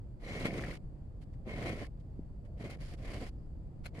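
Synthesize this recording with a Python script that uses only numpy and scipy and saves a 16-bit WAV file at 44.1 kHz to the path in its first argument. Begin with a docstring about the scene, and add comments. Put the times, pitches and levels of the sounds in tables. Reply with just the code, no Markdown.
"""A glazed ceramic planter full of soil is turned by hand on a gritty concrete ledge by a pond.
Over a steady outdoor rumble, the first push starts at 0.2 s: sand hisses under the foot, coarser grit
rings the wall, and the pot judders, knocks and squeaks as it catches. A second push follows at 1.45 s.
The hand rubs softly as it takes a new grip, then gives two shorter pushes between 2.6 and 3.3 s.
Two faint chirps sound far off, and near 3.85 s grit cracks under the foot before one last light slide."""
import sys
import numpy as np
from scipy import signal
from scipy.fft import rfft, irfft, next_fast_len
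from scipy.io import wavfile
from scipy.ndimage import map_coordinates

SR = 44100
rng = np.random.default_rng(int(sys.argv[2]) if len(sys.argv) > 2 else 0)


def bounce(signal):
    """Save signal as a 16-bit WAV file at the path given by the first command-line argument."""
    frames = np.transpose(np.atleast_2d(signal))
    limited = np.clip(frames, -1, 1)
    pcm = np.round(limited * 32767).astype(np.int16)
    wavfile.write(sys.argv[1], SR, pcm)


N = 176400  # 4 seconds

# Levels in the tables are starting values; the functions add their own gains.
# how hard the pot scrapes, one list for each push: time_s, hiss_db, grind_db, judder_db
PUSHES = [
    [(0.198, -83, -80, -79), (0.232, -66, -66, -54), (0.314, -60, -54.5, -46.5), (0.434, -60, -54.5, -43.5),
     (0.458, -50, -41.5, -39.5), (0.496, -62.5, -61, -45), (0.588, -57.5, -52, -43.5),
     (0.598, -59, -56, -44.5), (0.704, -63, -56, -48), (0.71, -56.5, -52, -48), (0.774, -67, -66.5, -62.5),
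     (0.786, -105, -92, -75)],
    [(1.45, -88, -78, -67), (1.47, -77, -65, -41.5), (1.486, -66.5, -59.5, -47.5),
     (1.646, -59.5, -53, -44.5), (1.66, -54, -46, -37.5), (1.672, -58, -50, -40),
     (1.69, -55.5, -49.5, -39.5), (1.772, -64.5, -60.5, -50), (1.796, -60.5, -54.5, -52),
     (1.818, -62.5, -55, -42), (1.868, -66, -65.5, -66), (1.884, -93, -91, -57)],
    [(2.568, -93, -83, -51), (2.582, -77, -73, -67), (2.612, -67.5, -62, -45.5), (2.628, -66, -61, -61),
     (2.642, -64.5, -58.5, -46.5), (2.664, -62, -59, -48), (2.684, -69, -64, -55), (2.696, -69, -65, -52),
     (2.702, -58, -59, -49), (2.756, -68.5, -64, -58.5), (2.764, -84, -82, -54), (2.775, -74, -79, -59)],
    [(2.968, -83, -95, -55), (2.988, -71, -69, -54), (3.022, -70.5, -70.5, -60), (3.06, -62, -57.5, -48),
     (3.07, -65, -58, -53.5), (3.168, -58.5, -57.5, -45), (3.19, -61.5, -62, -54),
     (3.23, -60.5, -57.5, -43.5), (3.24, -63, -60, -54), (3.264, -61.5, -60, -52), (3.294, -63.5, -74, -65),
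     (3.304, -89, -93, -80)],
]
# light slides between and after the pushes: time_s, hiss_db, grind_db, judder_db
SLIDES = [
    [(2.785,-82,-79,-72), (2.808,-62.5,-64.5,-55.5), (2.88,-63.5,-73,-66), (2.95,-63.5,-65,-56),
     (2.962,-85,-101,-80)],
    [(3.933,-92,-89,-57), (3.947,-69,-65,-57.5), (3.984,-68.5,-59.5,-52.5), (4.0,-61,-72,-54)],
]
# the pot creeps while the grip changes: start_s, length_s, hiss_db, grind_db
CREEPS = [(1.209, 0.033, -71, -78), (1.324, 0.03, -78.5, -77), (1.995, 0.019, -75.5, -81),
          (2.446, 0.024, -76.5, -72.5), (3.834, 0.057, -67, -67.5)]
# the tone of one sand grain at the two microphones: frequency_hz, left_db, right_db
SAND_TONE = [(497, -2, -16), (1460, -2, -3.5), (2420, -3.5, -3.5), (3030, -5.5, 2), (3940, -12, -1),
             (4620, -17.5, 4.5), (6060, -18.5, -6.5), (6940, -25, -4.5), (8000, -31, -6.5),
             (10700, -36, -7), (12700, -35, -19), (15500, -33, -28)]
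# the tone of one coarser grain: frequency_hz, left_db, right_db
GRIT_TONE = [(298, -32, -8.5), (893, -7.5, -18), (1047, -3, -4), (1300, -3, -18), (1640, -5.5, -14),
             (2160, 3, -6), (2690, -13.5, -11.5), (3100, -19, -10), (4200, -24, -27.5), (6200, -33, -24),
             (7500, -41, -31.5), (15500, -41, -47)]
# the notes of the pot's wall: pitch_hz, level_db, ring_s (time to fade by 60 dB), left_minus_right_db
WALL_NOTES = [(1008, -10, 0.11, -5), (1070, -16, 0.054, 0), (1469, -17.5, 0.11, 0), (1813, -6.5, .045, 10),
              (1924, -2.5, 0.067, 8), (2094, -7, 0.089, 11), (2171, 2.5, 0.065, 1.5), (2244, 1, 0.16, 3),
              (2450, -5.5, 0.088, 6.5), (2730, -16.5, 0.15, -8), (3280, -11, 0.14, 3),
              (4050, -12.5, 0.015, -15)]
# how firmly the foot's point of contact drives the wall as the pot turns: time_s, level_db
WALL_DRIVE = [(.24, 6), (.35, 0), (.5, 0), (.62, -5.5), (1.48, 2), (1.7, -2.5), (1.85, -5), (2.65, 0),
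              (2.85, -2), (3.15, -6.5), (3.96, -1)]
# the tone of one bump of the heavy pot on the ledge: frequency_hz, level_db
BUMP_TONE = [(30, -29), (90, 3.5), (160, 6.5), (230, 2.5), (320, 1.5), (380, -1), (500, -0.5), (720, -4.5),
             (900, -21), (1400, -29), (4000, -95)]
# the foot drops on the ledge: start_s, level_db, cutoff_hz (treble above this is softened)
KNOCKS = [(.454, -20.5, 1650), (0.575, -30, 654), (.586, -30.5, 443), (1.401, -47, 800), (1.47, -39, 600),
          (1.657, -30, 1310), (1.731, -28.5, 700), (2.192, -33, 416), (2.640, -33, 690),
          (2.647, -37.5, 550), (2.656, -33.5, 595), (3.228, -36.5, 700)]
# the tone of a knock before it is softened: frequency_hz, level_db
KNOCK_TONE = [(40, -11.5), (130, 5), (280, 5), (480, -2.5), (750, -9), (1000, -23), (2000, -56),
              (6000, -55)]
# the foot sticks and squeaks: start_s, length_s, pitch_hz, level_db
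SQUEAKS = [(0.504, 0.0086, 2076, -44.5), (.591, 0.0095, 1436, -45.5), (.592, 0.0072, 1880, -44),
           (0.637, 0.0043, 1890, -36), (0.644, 0.0147, 1930, -47), (0.667, 0.01, 1355, -51.5),
           (0.7094, 0.0059, 2090, -43.5), (0.726, 0.0099, 1484, -51.5), (1.842, 0.013, 1850, -52)]
# large grains crack under the foot, singly or in quick runs: start_s, level_db
CRACKS = [(.4555, -40), (.462, -40), (.468, -38.5), (1.659, -47), (1.694, -44), (2.703, -48), (3.138, -50),
          (3.8419, -59), (3.847, -52), (3.8542, -49.5), (3.857, -42), (3.861, -38), (3.866, -41.5)]
# the tone of a crack: frequency_hz, left_db, right_db
CRACK_TONE = [(597, -8, -27), (1450, 10, -10), (2620, 7, 5), (4270, -13, -1), (6440, -26, -0.5),
              (8440, -35, -6), (9800, -25, 2), (12700, -25, -9), (15500, -28, -23)]
# the ceramic notes that a crack sets ringing: pitch_hz, level_db, ring_s
CRACK_NOTES = [(527, -3.5, 0.03), (700, -9.5, 0.042), (1380, -9.5, 0.024), (2137, -2.5, 0.024),
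               (2500, -5.5, 0.014), (3500, -17.5, 0.023), (4125, -7.5, 0.03), (4350, -13, 0.026),
               (4470, -15.5, 0.022)]
# thin, high ringing of the wall: start_s, length_s, pitch_hz, level_db
WALL_SINGING = [(.27, 0.18, 5380, -75), (0.233, .2, 5930, -72), (0.264, .16, 6700, -75),
                (0.245, .15, 7400, -78), (.53, .11, 6210, -73), (3.07, .2, 2970, -71)]
# the hand takes a new grip: start_s, length_s, pitch_hz, width_hz, level_db
HAND_RUB = (2.41, .2, 570, 280, -65)
# the tone of the outdoor rumble: frequency_hz, level_db
RUMBLE_TONE = [(11, -31.5), (18, -4), (48, -1.5), (95, -8.5), (130, -7.5), (264, -22.5), (351, -25),
               (415, -31), (536, -31), (731, -38), (1320, -52), (4860, -70), (15500, -81)]
# how alike the rumble is on left and right: frequency_hz, likeness (0 unrelated, 1 the same)
RUMBLE_LIKENESS = [(30, 0.82), (170, 0.98), (300, 0.72), (520, 0.48), (1000, 0), (8000, 0)]
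# the tone of the thin background hiss: frequency_hz, level_db
HIGH_HISS_TONE = [(2500, -16), (4000, -8.5), (4500, 6), (5050, 1.5), (5450, -15), (6500, -6.5),
                  (7200, -1.5), (8300, -0.5), (8900, -12), (10500, -5.5), (13000, -17)]
# faint rising chirps far off, perhaps a bird: start_s, length_s, level_db
CHIRPS = [(3.358, .07, -83), (3.412, 0.059, -83)]

SAND_PER_S, GRIT_PER_S, BUMPS_PER_S, SNAPS_PER_S = 6500, 2000, 420, 170  # tiny impacts each second
SAND_DB, GRIT_DB, RING_DB, JUDDER_DB = 2.5, 1.5, -2.5, 2.5
SAND_SNAP_DB, GRIT_SNAP_DB = -11.5, -8  # rarer, larger grains, compared with the small ones
SEATED_DB = -71.5  # with less grinding than this, the pot sits firm and its ring is choked
WANDER_DB, WANDER_PER_S = -1, 8  # each wall note swells and fades as the point of contact moves
LEFT_DELAY_S = 0.00015  # the wall's ring reaches the left microphone later
CRACK_FADE_S, CRACK_DB, CRACK_RING_DB = 0.022, -6, -5.0
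RUMBLE_DB, HIGH_HISS_DB = -44.5, -86.5
TOP_HZ = 15700


def sand(hiss_db, snaps):
    """Fine sand is crushed under the foot in a dense hiss, with larger grains snapping in it."""
    sides = []
    for side in (1, 2):  # the left and right columns
        crush = grains(SAND_PER_S, spread_db=2.0) + gain(SAND_SNAP_DB) * snaps
        sides.append(strike(gain(hiss_db + SAND_DB) * crush, click(SAND_TONE, side)))
    return np.array(sides)


def grit(grind_db, snaps):
    """Coarse grains break under the foot with a rough crunch."""
    sides = []
    for side in (1, 2):
        crush = grains(GRIT_PER_S, spread_db=4.0) + gain(GRIT_SNAP_DB) * snaps
        sides.append(strike(gain(grind_db + GRIT_DB) * crush, click(GRIT_TONE, side)))
    return np.array(sides)


def wall_ring(grind_db):
    """The grit sets the pot's wall ringing, and the soil inside damps each note quickly."""
    force = gain(grind_db)
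    drive = force * gain(np.interp(np.arange(N) / SR, *np.transpose(WALL_DRIVE)))
    freedom = force / (force + gain(SEATED_DB))  # near 0 when the pot sits firm
    t = np.arange(SR // 6) / SR
    out = np.zeros((2, N))
    for pitch_hz, level_db, ring_s, left_minus_right_db in WALL_NOTES:
        ring = np.sin(2 * np.pi * pitch_hz * t) * gain(-60 * t / ring_s)
        wander = gain(WANDER_DB * wobble(WANDER_PER_S))
        taps = drive * wander * grains(GRIT_PER_S, spread_db=14.0)
        note = strike(taps, ring / np.linalg.norm(ring))
        left, right = pan(gain(RING_DB + level_db) * freedom * note, left_minus_right_db)
        out += [np.roll(left, round(LEFT_DELAY_S * SR)), right]
    return out


def judder(judder_db):
    """The heavy pot bumps over the rough concrete."""
    force = gain(judder_db + JUDDER_DB)
    bump = click(BUMP_TONE)
    middle, width = (strike(force * grains(BUMPS_PER_S, spread_db=1.0), bump) for _ in range(2))
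    return pan(middle, db=-1.5) + gain(-17.0) * np.array([width, -width])


def scrape_levels():
    """The hand's moves set three levels in dB: hiss, grinding and judder. The loudest move wins."""
    t = np.arange(N) / SR
    silent_db = -140.0
    creep_shape = [(0, -17), (.2, -1.5), (.85, -1), (1.1, -16)]  # share_of_length, level_db
    moves = list(PUSHES) + list(SLIDES)
    for start_s, length_s, hiss_db, grind_db in CREEPS:
        moves.append([(start_s + length_s * share, hiss_db + db, grind_db + db, silent_db)
                      for share, db in creep_shape])
    levels = np.full((3, N), silent_db)
    for move in moves:
        times, *columns = np.transpose(move)
        curves = [np.interp(t, times, column, silent_db, silent_db) for column in columns]
        levels = np.maximum(levels, curves)
    return levels


def knocks():
    """The pot rocks and lands; the softer the landing, the duller the knock."""
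    out = np.zeros(N)
    for start_s, level_db, cutoff_hz in KNOCKS:
        soften = signal.butter(3, cutoff_hz, fs=SR, output="sos")
        knock = signal.sosfilt(soften, click(KNOCK_TONE))
        add(out, start_s, -gain(level_db) * knock / abs(knock).max())
    return pan(out, db=2.5)


def squeaks():
    """The foot sticks and slips very fast, making tiny squeaks that rise in pitch."""
    out = np.zeros(N)
    for start_s, length_s, pitch_hz, level_db in SQUEAKS:
        add(out, start_s, gain(level_db) * glide(length_s, pitch_hz, rise=0.19, rough_radians=0.94))
    return pan(out, db=7.0)


def cracks():
    """A large grain cracks in a bright burst of noise, with a brief ceramic ring."""
    bursts, rings = np.zeros((2, N))
    t = np.arange(SR // 12) / SR
    for start_s, level_db in CRACKS:
        fade = gain(level_db + CRACK_DB - 60 * t / CRACK_FADE_S)
        add(bursts, start_s, fade * rng.standard_normal(len(t)))
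        for pitch_hz, note_db, ring_s in CRACK_NOTES:
            fade = gain(level_db + note_db + CRACK_RING_DB - 60 * t / ring_s)
            add(rings, start_s, fade * np.sin(2 * np.pi * (pitch_hz * t + rng.random())))
    bright = np.array([strike(bursts, click(CRACK_TONE, side)) for side in (1, 2)])
    return pan(bright, db=5) + rings


def wall_singing():
    """The wall's high notes sing while the foot drags at the right spot."""
    out = np.zeros(N)
    for start_s, length_s, pitch_hz, level_db in WALL_SINGING:
        add(out, start_s, gain(level_db) * narrow_noise(length_s, pitch_hz, width_hz=230))
    return np.array([out, out])


def hand_rub():
    """Skin slides over the glaze with a dull, soft rustle."""
    out = np.zeros(N)
    start_s, length_s, pitch_hz, width_hz, level_db = HAND_RUB
    add(out, start_s, gain(level_db) * narrow_noise(length_s, pitch_hz, width_hz))
    return np.array([out, out])


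def outdoors():
    """A distant rumble, alike on both sides in the bass, with thin hiss and faint chirps on the right."""
    def middle_and_width(hz):
        likeness = np.clip(look_up(RUMBLE_LIKENESS, hz), 0, 1)
        width_gain = np.tan(np.arccos(likeness) / 2)  # less alike sounds wider
        return gain(look_up(RUMBLE_TONE, hz)) * [np.ones_like(hz), width_gain]

    middle, width = filtered(rng.standard_normal((2, N)), middle_and_width)
    rumble = normalize(np.array([middle + width, middle - width]))
    rumble *= gain(RUMBLE_DB + 0.41 * wobble(5.58))
    high = normalize(filtered(rng.standard_normal(N), lambda hz: gain(look_up(HIGH_HISS_TONE, hz))))
    high *= gain(HIGH_HISS_DB + 0.39 * wobble(3.8))
    for start_s, length_s, level_db in CHIRPS:
        add(high, start_s, gain(level_db) * glide(length_s, pitch_hz=4860, rise=0.09, rough_radians=0.9))
    return pan(rumble, db=-0.36) + high * gain([[-16], [0]])


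def grains(per_s, spread_db):
    """Tiny impacts at random moments and of random size."""
    hits = rng.random(N) < per_s / SR
    signs = rng.choice([-1, 1], N)
    sizes = gain(spread_db * np.clip(rng.standard_normal(N), -2, 2))
    return normalize(hits * signs * sizes)


def click(tone, column=1, size=4096):
    """A click with the tone that a table gives, and a total energy of 1."""
    log_tone = np.log(gain(look_up(tone, np.fft.rfftfreq(size, 1 / SR), column)))
    # folding the second half onto the first packs the sound at the start of the click
    folded = irfft(log_tone)
    folded[1:size // 2] *= 2
    folded[size // 2 + 1:] = 0
    wave = irfft(np.exp(rfft(folded)))
    return wave / np.linalg.norm(wave)


def strike(force, sound):
    """Every tap in the force sets off one copy of the sound."""
    return signal.fftconvolve(force, sound)[:N]


def glide(length_s, pitch_hz, rise, rough_radians):
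    """A short, rough tone that swells and fades while it rises by a share of its pitch."""
    progress = np.linspace(0, 1, round(length_s * SR))
    rising_hz = pitch_hz * (1 + rise * (progress - .5))
    phase = 2 * np.pi * np.cumsum(rising_hz) / SR + rough_radians * wobble(880)[:len(progress)]
    return np.sin(np.pi * progress) * np.sin(phase)


def narrow_noise(length_s, pitch_hz, width_hz):
    """Rubbing noise that wavers around one pitch, swells and fades."""
    progress = np.linspace(0, 1, round(length_s * SR))
    waver = (wobble(width_hz) + 1j * wobble(width_hz))[:len(progress)]
    noise = waver * np.exp(2j * np.pi * pitch_hz * length_s * progress)
    return np.sqrt(abs(np.sin(np.pi * progress))) * normalize(noise.real)


def wobble(per_s):
    """A smooth curve through per_s random points each second."""
    return map_coordinates(rng.standard_normal(int(N * per_s / SR) + 4), [np.arange(N) * per_s / SR])


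def look_up(table, hz, column=1):
    """Read a table between its rows, with frequency spaced like musical pitch."""
    columns = np.transpose(table)
    return np.interp(np.log(hz + 1), np.log(columns[0] + 1), columns[column])


def filtered(x, response):
    """Turn each frequency in x up or down by response(hz)."""
    size = next_fast_len(N + SR // 2)
    return irfft(rfft(x, size) * response(np.fft.rfftfreq(size, 1 / SR)), size)[..., :N]


def gain(db):
    """Turn decibels into a number to multiply by."""
    return 10 ** (np.asarray(db) / 20)


def normalize(x):
    """Scale x to an average power of 1."""
    return x / np.sqrt(np.mean(x ** 2) + 1e-20)


def add(out, start_s, x):
    """Mix x into out, beginning at start_s."""
    part = out[round(start_s * SR):][:len(x)]
    part += x[:len(part)]


def pan(x, db):
    """Lean x to the left by db, or to the right if db is negative."""
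    return x * gain([[db / 2], [-db / 2]])


def scene():
    """The foot catches and slips unevenly, which shakes all the scraping layers together."""
    hiss_db, grind_db, judder_db = scrape_levels()
    slip = wobble(per_s=115)
    hiss_db += 1.9 * slip
    grind_db += 1.26 * slip
    judder_db += 0.73 * slip
    snaps = grains(SNAPS_PER_S, spread_db=2.5)
    scrape = sand(hiss_db, snaps) + grit(grind_db, snaps) + wall_ring(grind_db) + judder(judder_db)
    return scrape + knocks() + squeaks() + wall_singing() + hand_rub() + cracks() + outdoors()


def record(dry):
    """Cut away the highest treble, above TOP_HZ."""
    return filtered(dry, lambda hz: hz < TOP_HZ)


dry = scene()
out = record(dry)
bounce(out)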